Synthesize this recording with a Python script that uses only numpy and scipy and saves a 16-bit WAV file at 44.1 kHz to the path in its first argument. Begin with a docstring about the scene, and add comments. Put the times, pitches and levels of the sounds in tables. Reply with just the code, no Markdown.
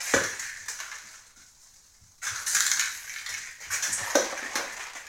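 """Walnut on a tiled floor

A kitten bats a whole walnut across a small, bare room. Contacts excite the modes of the ridged shell,
which rattles as it rolls, clacks and skids on the tiles, and knocks on a skirting board and a cupboard.
Feet thud softly and brush the glaze. Hard walls reflect every contact, and the microphone is bright."""
import sys
import numpy as np
from scipy import signal
from scipy.fft import rfft, irfft
from scipy.io import wavfile

SR = 44100
rng = np.random.default_rng(int(sys.argv[2]) if len(sys.argv) > 2 else 0)


def to_wav(sig):
    """Store sig (one row per channel, or 1-D mono) as 16-bit WAV at the path in sys.argv[1].

    Samples outside -1..1 are clipped; the rate is SR.
    """
    pcm = np.clip(np.atleast_2d(sig), -1, 1) * 32767
    pcm = np.round(pcm).astype(np.int16)
    wavfile.write(sys.argv[1], SR, pcm.T)  # frames by channels


N = 224017
TIME = np.arange(N) / SR

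# Levels in the tables are relative. The nut's range from the microphone: (time [s], distance [m])
NUT_PATH = [(0, 1.34), (0.92, 0.72), (1.4, 1.4), (2.3, 2.25), (2.6, 0.48), (2.8, 0.52), (3.25, 0.72),
            (3.55, 2.7), (3.95, 1.2), (4.15, 1), (5.0, 0.69)]
# Each bat or rebound rolls the nut on another side of its shell, until the next:
# (time [s], time it would take to stop [s], shell level [dB], treble level [dB], tile level [dB],
#  favoured pitch [Hz], fall-off from that pitch [dB/octave], narrow singing at that pitch [dB])
ROLLS = [(0.0, 1.2, -46.5, -49.5, -53, 1910, 15, -11), (0.14, 1.6, -42.5, -55, -55, 1730, 28, 2),
         (0.39, 0.43, -43.5, -54.5, -61.5, 1790, 29, 10), (0.68, 0.5, -50.5, -57, -61, 1420, 19, -9),
         (1.06, 0.3, -56, -62, -65, 1440, 16, -12), (1.361, 1.8, -72, -67, -73, 1500, 10, -16),
         (2.263, 0.9, -41.5, -52, -55, 1420, 24, 0), (2.465, 0.8, -39, -45.5, -54, 1670, 18, 7),
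         (2.95, 9.3, -49, -57, -62.5, 1865, 46, -5), (3.289, 0.36, -44, -54.5, -61, 1880, 17, 1),
         (3.6, 2.1, -49, -58.5, -57, 1850, 12, -12), (3.705, 1.5, -40.5, -53.5, -50, 1650, 22, -6),
         (3.976, 1.5, -39.5, -51.5, -40.5, 1850, 39, 6), (4.2, 0.9, -44, -56, -42.5, 1890, 24, 2),
         (4.555, 0.53, -46, -59.5, -45.5, 1806, 4, -8)]
# Feet brushing the glaze: (time [s], duration [s], centre of the hiss [Hz], level [dB])
FOOT_SCUFFS = [(0.019, 0.045, 11800, -42), (2.35, 0.16, 11000, -53), (2.46, 0.071, 9300, -38.5),
               (2.855, 0.39, 11800, -52.5), (3.692, 0.068, 11300, -45), (3.8, 0.086, 11600, -62),
               (3.915, 0.039, 8130, -32), (4.028, 0.14, 11600, -50)]
# The nut sliding: (time [s], shell level [dB], rise time [s], decay time [s], treble level [dB])
NUT_SKIDS = [(0.03, -35.5, 0.039, 0.14, -40.5), (0.425, -48, 0.015, 0.05, -50),
             (0.682, -46, 0.0017, 0.026, -41), (0.8, -38, 0.0046, 0.046, -54.5),
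             (0.914, -39.5, 0.0017, 0.052, -57), (2.214, -34.5, 0.024, 0.026, -38.5),
             (2.457, -49, 0.008, 0.18, -36), (2.542, -27, 0.0088, 0.0062, -25.5),
             (3.703, -31.5, 0.032, 0.016, -34), (3.823, -34, 0.0016, 0.053, -38),
             (4.556, -33, 0.0017, 0.006, -40), (4.718, -42, 0.01, 0.0057, -44),
             (4.795, -37.5, 0.0089, 0.035, -52), (4.949, -39, 0.002, 0.051, -51.5)]
# Impacts on the tiles: (time [s], shell level [dB], treble level [dB], favoured pitch [Hz], ping [Hz])
TILE_CLACKS = [(0.139, -11.5, -22.5, 1550, 6760), (0.237, -17, -27.5, 1610, 5830),
               (0.4243, -25.5, -42, 1784, 6200), (0.4952, -29, -62, 1780, 6400),
               (0.6832, -31, -33, 1580, 6300), (0.789, -30, -41, 1510, 6350),
               (0.801, -26, -33.5, 1270, 6400), (0.9144, -28, -42, 1800, 6150),
               (0.954, -41, -42, 1680, 6350), (0.983, -39, -44, 1500, 6400),
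               (1.361, -47.5, -56, 1680, 6300), (1.377, -56, -54, 1850, 6600),
               (1.394, -45, -56, 1390, 6500), (1.412, -54, -58, 1950, 6600),
               (2.2165, -36, -47.5, 1910, 6560), (2.2316, -31.5, -41, 1680, 6400),
               (2.2653, -21, -30.5, 1430, 6100), (2.357, -26.5, -32, 1530, 6540),
               (2.465, -30, -27, 1590, 6140), (2.477, -34, -49, 1630, 6950), (2.514, -37, -33, 1670, 7500),
               (2.5505, -15.5, -30, 1630, 5700), (2.5664, -14.5, -24.5, 1595, 6400),
               (2.583, -26, -38, 1660, 6600), (2.605, -16, -18.5, 1660, 7000),
               (2.621, -40, -26, 1630, 4700), (2.665, -21, -20.5, 1600, 7200),
               (2.678, -27, -25, 1700, 7340), (2.7148, -17.5, -20, 1700, 6540),
               (2.771, -24, -29.5, 1470, 4400), (2.7949, -15.5, -20, 1690, 6820),
               (2.811, -19, -28.5, 1690, 3680), (2.821, -23, -29, 1630, 4060),
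               (2.845, -25.5, -38, 1620, 3760), (2.873, -23.5, -41, 1560, 4320),
               (3.0757, -32, -47, 1880, 6100), (3.0946, -28, -37, 2140, 6200),
               (3.138, -37, -38, 1870, 7100), (3.1602, -25, -35.5, 1780, 3700),
               (3.1844, -29, -36, 2000, 3620), (3.2621, -25, -29.5, 1840, 3760),
               (3.2926, -31, -32, 1730, 5760), (3.3396, -25.5, -34.5, 2020, 5940),
               (3.6337, -30, -44, 1800, 6460), (3.702, -20.5, -45, 1400, 6540),
               (3.8243, -22.5, -25, 1880, 5940), (4.1065, -26, -38, 1720, 6600),
               (4.154, -16, -18.5, 1440, 6100), (4.304, -29, -50, 1800, 6500),
               (4.3749, -24.5, -39, 1770, 6100), (4.4289, -24, -46, 1830, 6500),
               (4.5544, -15, -23.5, 1605, 4980), (4.56, -42, -31.5, 2040, 6300),
               (4.593, -43, -46, 1490, 6200), (4.6795, -32.5, -53, 1900, 6500),
               (4.807, -32, -62, 2020, 6100), (4.8305, -28.5, -43, 1780, 6050),
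               (4.951, -34, -44.5, 1930, 6600), (5.067, -33.5, -42.5, 1710, 6900)]
# Blows on large panels: (time [s], level [dB], pitch favoured by the struck spot [Hz])
SKIRTING_BLOWS = [(0.1375, -16.5, 422), (0.163, -23.5, 900)]
FOOTFALLS = [(0.15, -34, 100), (0.6, -54.5, 100), (1.035, -54, 222), (1.37, -54.5, 280), (2.0, -44.5, 100),
             (2.3, -41, 101), (2.555, -45, 300), (3.29, -44.5, 90), (3.66, -42, 99), (3.88, -39.5, 220),
             (4.0, -38, 139)]
CUPBOARD_BLOWS = [(4.1527, -15.5, 476), (4.325, -32.5, 556), (4.425, -37.5, 333), (4.555, -33.5, 218),
                  (4.593, -33, 610), (4.952, -43.5, 800)]
# Normal modes of each body: (frequency [Hz], bandwidth [Hz], level [dB])
SHELL_MODES = [(1090, 410, -5), (1490, 320, 0), (1714, 312, 1.5), (1960, 610, -1), (2223, 298, 3.5)]
SHELL_TREBLE_MODES = [(2970, 770, 4.5), (4030, 660, 11.5), (5020, 500, 6.5), (6180, 1600, 7),
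                      (6620, 2300, 9), (9100, 14000, 1.5), (14200, 4200, -26)]
TILE_MODES = [(454, 450, -12.5), (817, 390, -10.5), (994, 330, -6.5), (1188, 110, -19)]
FLOOR_MODES = [(55.7, 43, 15.5), (101.6, 14, 21.5), (225, 150, 9), (352, 82, 4)]
SKIRTING_MODES = [(100, 50, -8), (161, 16, -3.5), (224, 57, -4.5), (363, 76, 1), (454, 90, -1),
                  (560, 46, -1), (645.5, 27, -3), (880, 860, -10), (1380, 220, -0.5), (1540, 130, -0.5),
                  (1700, 220, 1.5), (3200, 2000, -16.5)]
CUPBOARD_MODES = [(219.6, 1.85, 4.5), (271, 88, 1.5), (363, 76, 0), (476, 61, -0.5), (562, 49, 4.5),
                  (700, 87, 0), (787, 72, 1.5), (1000, 130, -0.5), (1150, 150, 4), (1280, 150, 6.5),
                  (1440, 190, 3.5), (2350, 4100, -4.5), (3900, 1300, 5)]
# Background noise of the room's still air: (frequency [Hz], spectrum level [dB])
AIR_SPECTRUM = [(25, 0), (60, -7), (110, -13), (250, -22), (600, -28), (1500, -35), (3000, -39),
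                (6500, -37), (11000, -34), (16000, -34)]
# Reverberation of the room: (frequency [Hz], time to decay by 60 dB [s])
REVERB_TIMES = [(150, 0.43), (500, 0.4), (1600, 0.42), (4000, 0.52), (7000, 0.36), (14000, 0.39)]

TOP_HZ = 16200  # upper limit of the sound
SPIN_UP_S = 0.0012  # time a push takes to get the nut going
RIDGES_PER_S, SEAM_TAPS_PER_S, SEAM_DB = 520, 30, 10.5  # the raised seam lands seldom but hard
JOLT_DB, JOLT_FADE_S = 5, 0.013  # just after a push the nut rattles harder
PING_WIDTH_HZ, PING_DB = 690, 12  # the struck ridge's own resonance


def undb(db):
    """Amplitude ratio for a level in decibels."""
    return 10 ** (np.asarray(db) / 20)


def unit(x):
    """Normalisation to an rms of 1."""
    return x / np.sqrt(np.mean(x ** 2) + 1e-20)


def add(track, start_s, sound):
    """Superposition: a sound adds linearly to the track."""
    i = int(np.clip(start_s * SR, 0, N - 1))
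    track[i:i + len(sound)] += sound[:N - i]


def resonate(x, hz, width):
    """A damped resonator, with unit gain at its centre frequency."""
    return signal.lfilter(*signal.iirpeak(min(hz, .45 * SR), max(hz / width, .9), SR), x)


def cut(x, hz, kind, order=2):
    """A maximally flat high-pass or low-pass filter."""
    return signal.sosfilt(signal.butter(order, min(hz, .45 * SR), kind, fs=SR, output="sos"), x)


def contacts(rate, scatter_db, size):
    """Shot noise: independent impulses at `rate` per second, a few harder than the rest."""
    hit = rng.random(size) < rate / SR
    return hit * undb(scatter_db * np.minimum(rng.exponential(size=size), 3))


def at_spot(modes, favoured_hz, db_per_octave):
    """Modal coupling: a contact point excites most the modes near its favoured pitch."""
    return [(hz, width, db - db_per_octave * abs(np.log2(hz / favoured_hz))) for hz, width, db in modes]


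def rattle(force, modes):
    """Random excitation: each contact lands on another spot and weights the modes afresh."""
    return sum(undb(db) * resonate(force * rng.standard_normal(len(force)), hz, width)
               for hz, width, db in modes)


def shell_on_tile(force, time_s):
    """Forced vibration of the shell's main modes, its treble and the tile, for the side then rolling."""
    latest_roll = max(sum(roll[0] <= time_s + SPIN_UP_S for roll in ROLLS) - 1, 0)
    *_, favoured_hz, db_per_octave, singing_db = ROLLS[latest_roll]
    shell = rattle(force, at_spot(SHELL_MODES, favoured_hz, db_per_octave))
    shell = cut(cut(shell, 858, "high"), 3000, "low")
    shell += undb(singing_db) * resonate(shell, favoured_hz, width=230)
    treble = cut(rattle(force, SHELL_TREBLE_MODES), 3830, "high")
    tile = cut(rattle(force, TILE_MODES), 425, "high", order=3)
    return unit(shell), unit(treble), unit(tile)


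def air(level_db=-64.5):
    """Stationary noise: a faint rumble and hiss of fixed spectrum."""
    hz, db = np.transpose(AIR_SPECTRUM)
    bins = np.maximum(np.fft.rfftfreq(N, 1 / SR), 1)
    gain = undb(np.interp(np.log(bins), np.log(hz), db))
    return undb(level_db) * unit(irfft(rfft(rng.standard_normal(N)) * gain, N))


def rolling(rumble_db=-22):
    """Rolling friction slows the nut uniformly, so the taps of its ridges weaken and thin out."""
    out = np.zeros(N)
    ends = [roll[0] for roll in ROLLS[1:]] + [N / SR]
    for (start, stop_s, shell_db, treble_db, tile_db, *_), end in zip(ROLLS, ends):
        t = TIME[:int((end - start + SPIN_UP_S) * SR)]
        speed = np.maximum(1 - t / stop_s, 0)  # fraction of the initial speed
        ridges = contacts(RIDGES_PER_S * np.maximum(speed, 0.12), scatter_db=3.5, size=len(t))
        seam = undb(SEAM_DB) * (rng.random(len(t)) < SEAM_TAPS_PER_S / SR)
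        shell, treble, tile = shell_on_tile(ridges + seam, start)
        rumble = undb(rumble_db) * unit(rattle(ridges, FLOOR_MODES))
        ring = undb(shell_db) * (shell + rumble) + undb(treble_db) * treble + undb(tile_db) * tile
        jolt = 1 + undb(JOLT_DB) * np.exp(-t / JOLT_FADE_S)
        crossfade = np.clip(np.minimum(t, t[-1] - t) / SPIN_UP_S, 0, 1)
        add(out, start, crossfade * jolt * speed ** 0.31 * ring)
    return out


def scuffs(width_hz=3800):
    """Friction noise: a foot sliding on the glaze gives a grainy hiss that rises fast and tails off."""
    out = np.zeros(N)
    for start, duration, hz, db in FOOT_SCUFFS:
        t = TIME[:int(duration * SR)]
        grains = contacts(rate=2800, scatter_db=3, size=SR) * rng.standard_normal(SR)
        hiss = unit(resonate(resonate(grains[:len(t)], hz, width_hz), hz, width_hz))
        envelope = np.interp(t / duration, [0, 0.25, 1], [0, 1, 0])
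        add(out, start, undb(db) * hiss * envelope)
    return out


def skids(tile_db=-12):
    """Sliding friction drives shell and tile with a dense burst of tiny contacts."""
    out, t = np.zeros(N), TIME[:SR // 2]
    for start, shell_db, rise, decay, treble_db in NUT_SKIDS:
        shell, treble, tile = shell_on_tile(contacts(rate=2300, scatter_db=0.5, size=len(t)), start)
        chatter = undb(shell_db) * (shell + undb(tile_db) * tile)
        hiss = undb(treble_db) * cut(treble, 5630, "high")  # sliding contacts are the briefest
        envelope = np.minimum(t / rise, 1) * np.exp(-np.maximum(t - rise, 0) / decay)
        add(out, start, envelope * (chatter + hiss))
    return out


def strike(modes, force, scatter_db=1.6, detune=0.011):
    """Free vibration after one blow; mode levels and pitches vary with the spot struck."""
    ring = np.zeros(len(force))
    for k, (hz, width, db) in enumerate(modes):
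        level_draw, pitch_draw = rng.standard_normal(2)
        mode = resonate(force, hz * (1 + detune * pitch_draw), width)
        ring += (-1) ** k * undb(db + scatter_db * level_draw) * mode
    return ring * np.sqrt(.005 * SR / np.sum(ring ** 2))  # the energy of 5 ms at an rms of 1


def panel(blows, modes, contact_s, low_hz, high_hz, db_per_octave):
    """Smooth force pulses excite a large panel, which radiates little outside its band of modes."""
    out, t = np.zeros(N), TIME[:12000]
    pulse = t / contact_s * np.exp(-t / contact_s)
    for start, db, favoured_hz in blows:
        add(out, start, undb(db) * strike(at_spot(modes, favoured_hz, db_per_octave), pulse))
    return cut(cut(out, low_hz, "high"), high_hz, "low")


def skirting_knocks():
    """A brief impact has a broad spectrum: the nut rings the board's low and high modes together."""
    return panel(SKIRTING_BLOWS, SKIRTING_MODES,
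                 contact_s=0.00004, low_hz=70.4, high_hz=2850, db_per_octave=1.5)


def snap(spread_s):
    """Dispersion of bending waves: the treble of a hard contact arrives before the bass."""
    sweep = np.exp(-TIME[:6000] / spread_s)  # frequency as a fraction of TOP_HZ
    return np.sqrt(sweep) * np.cos(2 * np.pi * TOP_HZ * spread_s * (1 - sweep))


def clacks():
    """Double impact: the nut lands on a ridge, which pings, then rocks more softly onto the next."""
    out = np.zeros(N)
    for start, shell_db, treble_db, favoured_hz, ping_hz in TILE_CLACKS:
        main_modes = at_spot(SHELL_MODES, favoured_hz, db_per_octave=19.5)
        upper_modes = list(SHELL_TREBLE_MODES) + [(ping_hz, PING_WIDTH_HZ, PING_DB)]
        for lag_s, db in ((0, 0), (rng.uniform(0.00151, .003), -8)):
            shell = cut(strike(main_modes, snap(spread_s=0.0003966)), 900, "high")
            treble = cut(strike(upper_modes, snap(spread_s=0.001001)), 2200, "high")
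            clack = undb(shell_db - 6) * shell + undb(treble_db - 8) * treble
            add(out, start + lag_s, undb(db) * clack)
    return out


def footfalls():
    """A soft, longer contact carries little treble: each foot draws a dull thud from the floor."""
    return panel(FOOTFALLS, FLOOR_MODES, contact_s=0.00029, low_hz=34.9, high_hz=500, db_per_octave=7.5)


def cupboard_knocks():
    """Panel resonance: the nut strikes the cupboard, whose lightly damped lowest mode rings longest."""
    return panel(CUPBOARD_BLOWS, CUPBOARD_MODES,
                 contact_s=0.00004, low_hz=234, high_hz=5000, db_per_octave=8.5)


def wall_response(gap_s=0.0012, early_db=1, early_fade_s=0.0056, size=24000):
    """Reverberation: discrete reflections thicken into a tail, each band decaying at its own rate."""
    t = TIME[:size]
    density = np.clip(.1 + t / .05, 0, 1)
    echoes = rng.standard_normal(size) * (rng.random(size) < density) / np.sqrt(density)
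    echoes *= (t > gap_s) * (1 + undb(early_db) * np.exp(-t / early_fade_s))
    hz, t60 = np.transpose(REVERB_TIMES)
    log_bins = np.log(np.maximum(np.fft.rfftfreq(size, 1 / SR), 1))
    bands = [np.interp(log_bins, np.log(hz), weights) for weights in np.eye(len(hz))]
    spectrum = rfft(echoes)
    tail = sum(irfft(spectrum * band, size) * undb(-60 * t / decay) for band, decay in zip(bands, t60))
    return tail / np.sqrt(np.sum(tail ** 2))


def room(x, size=3584):
    """A moving source has a time-varying response: each stretch of its path has its own reflections."""
    out = np.zeros(N)
    for start in range(-size // 2, N, size // 2):
        i = np.arange(max(start, 0), min(start + size, N))
        window = np.sin(np.pi * (i - start) / size)
        add(out, i[0] / SR, signal.fftconvolve(x[i] * window, wall_response()))
    return out


def scene():
    """The nut's direct-to-reverberant ratio falls inversely with distance; footfalls only reverberate."""
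    on_tiles = rolling() + clacks() + skids() + scuffs()
    wood = skirting_knocks() + cupboard_knocks()
    thuds = footfalls()
    distance_m = np.interp(TIME, *np.transpose(NUT_PATH))
    direct_ratio = 0.45 / distance_m
    on_tiles /= np.sqrt(1 + direct_ratio ** 2)  # total power is independent of distance
    direct = direct_ratio * on_tiles + undb(1) * wood
    reverberant = room(on_tiles + undb(3) * wood + thuds)
    return (direct + reverberant + air())[None]


def record(dry):
    """Resonance of the microphone's port lifts the treble; a steep low-pass removes the very top."""
    bright = dry + undb(12) * resonate(dry, hz=6320, width=2060)
    return signal.sosfilt(signal.ellip(10, .2, 70, TOP_HZ, fs=SR, output="sos"), bright)


dry = scene()
out = record(dry)
to_wav(out)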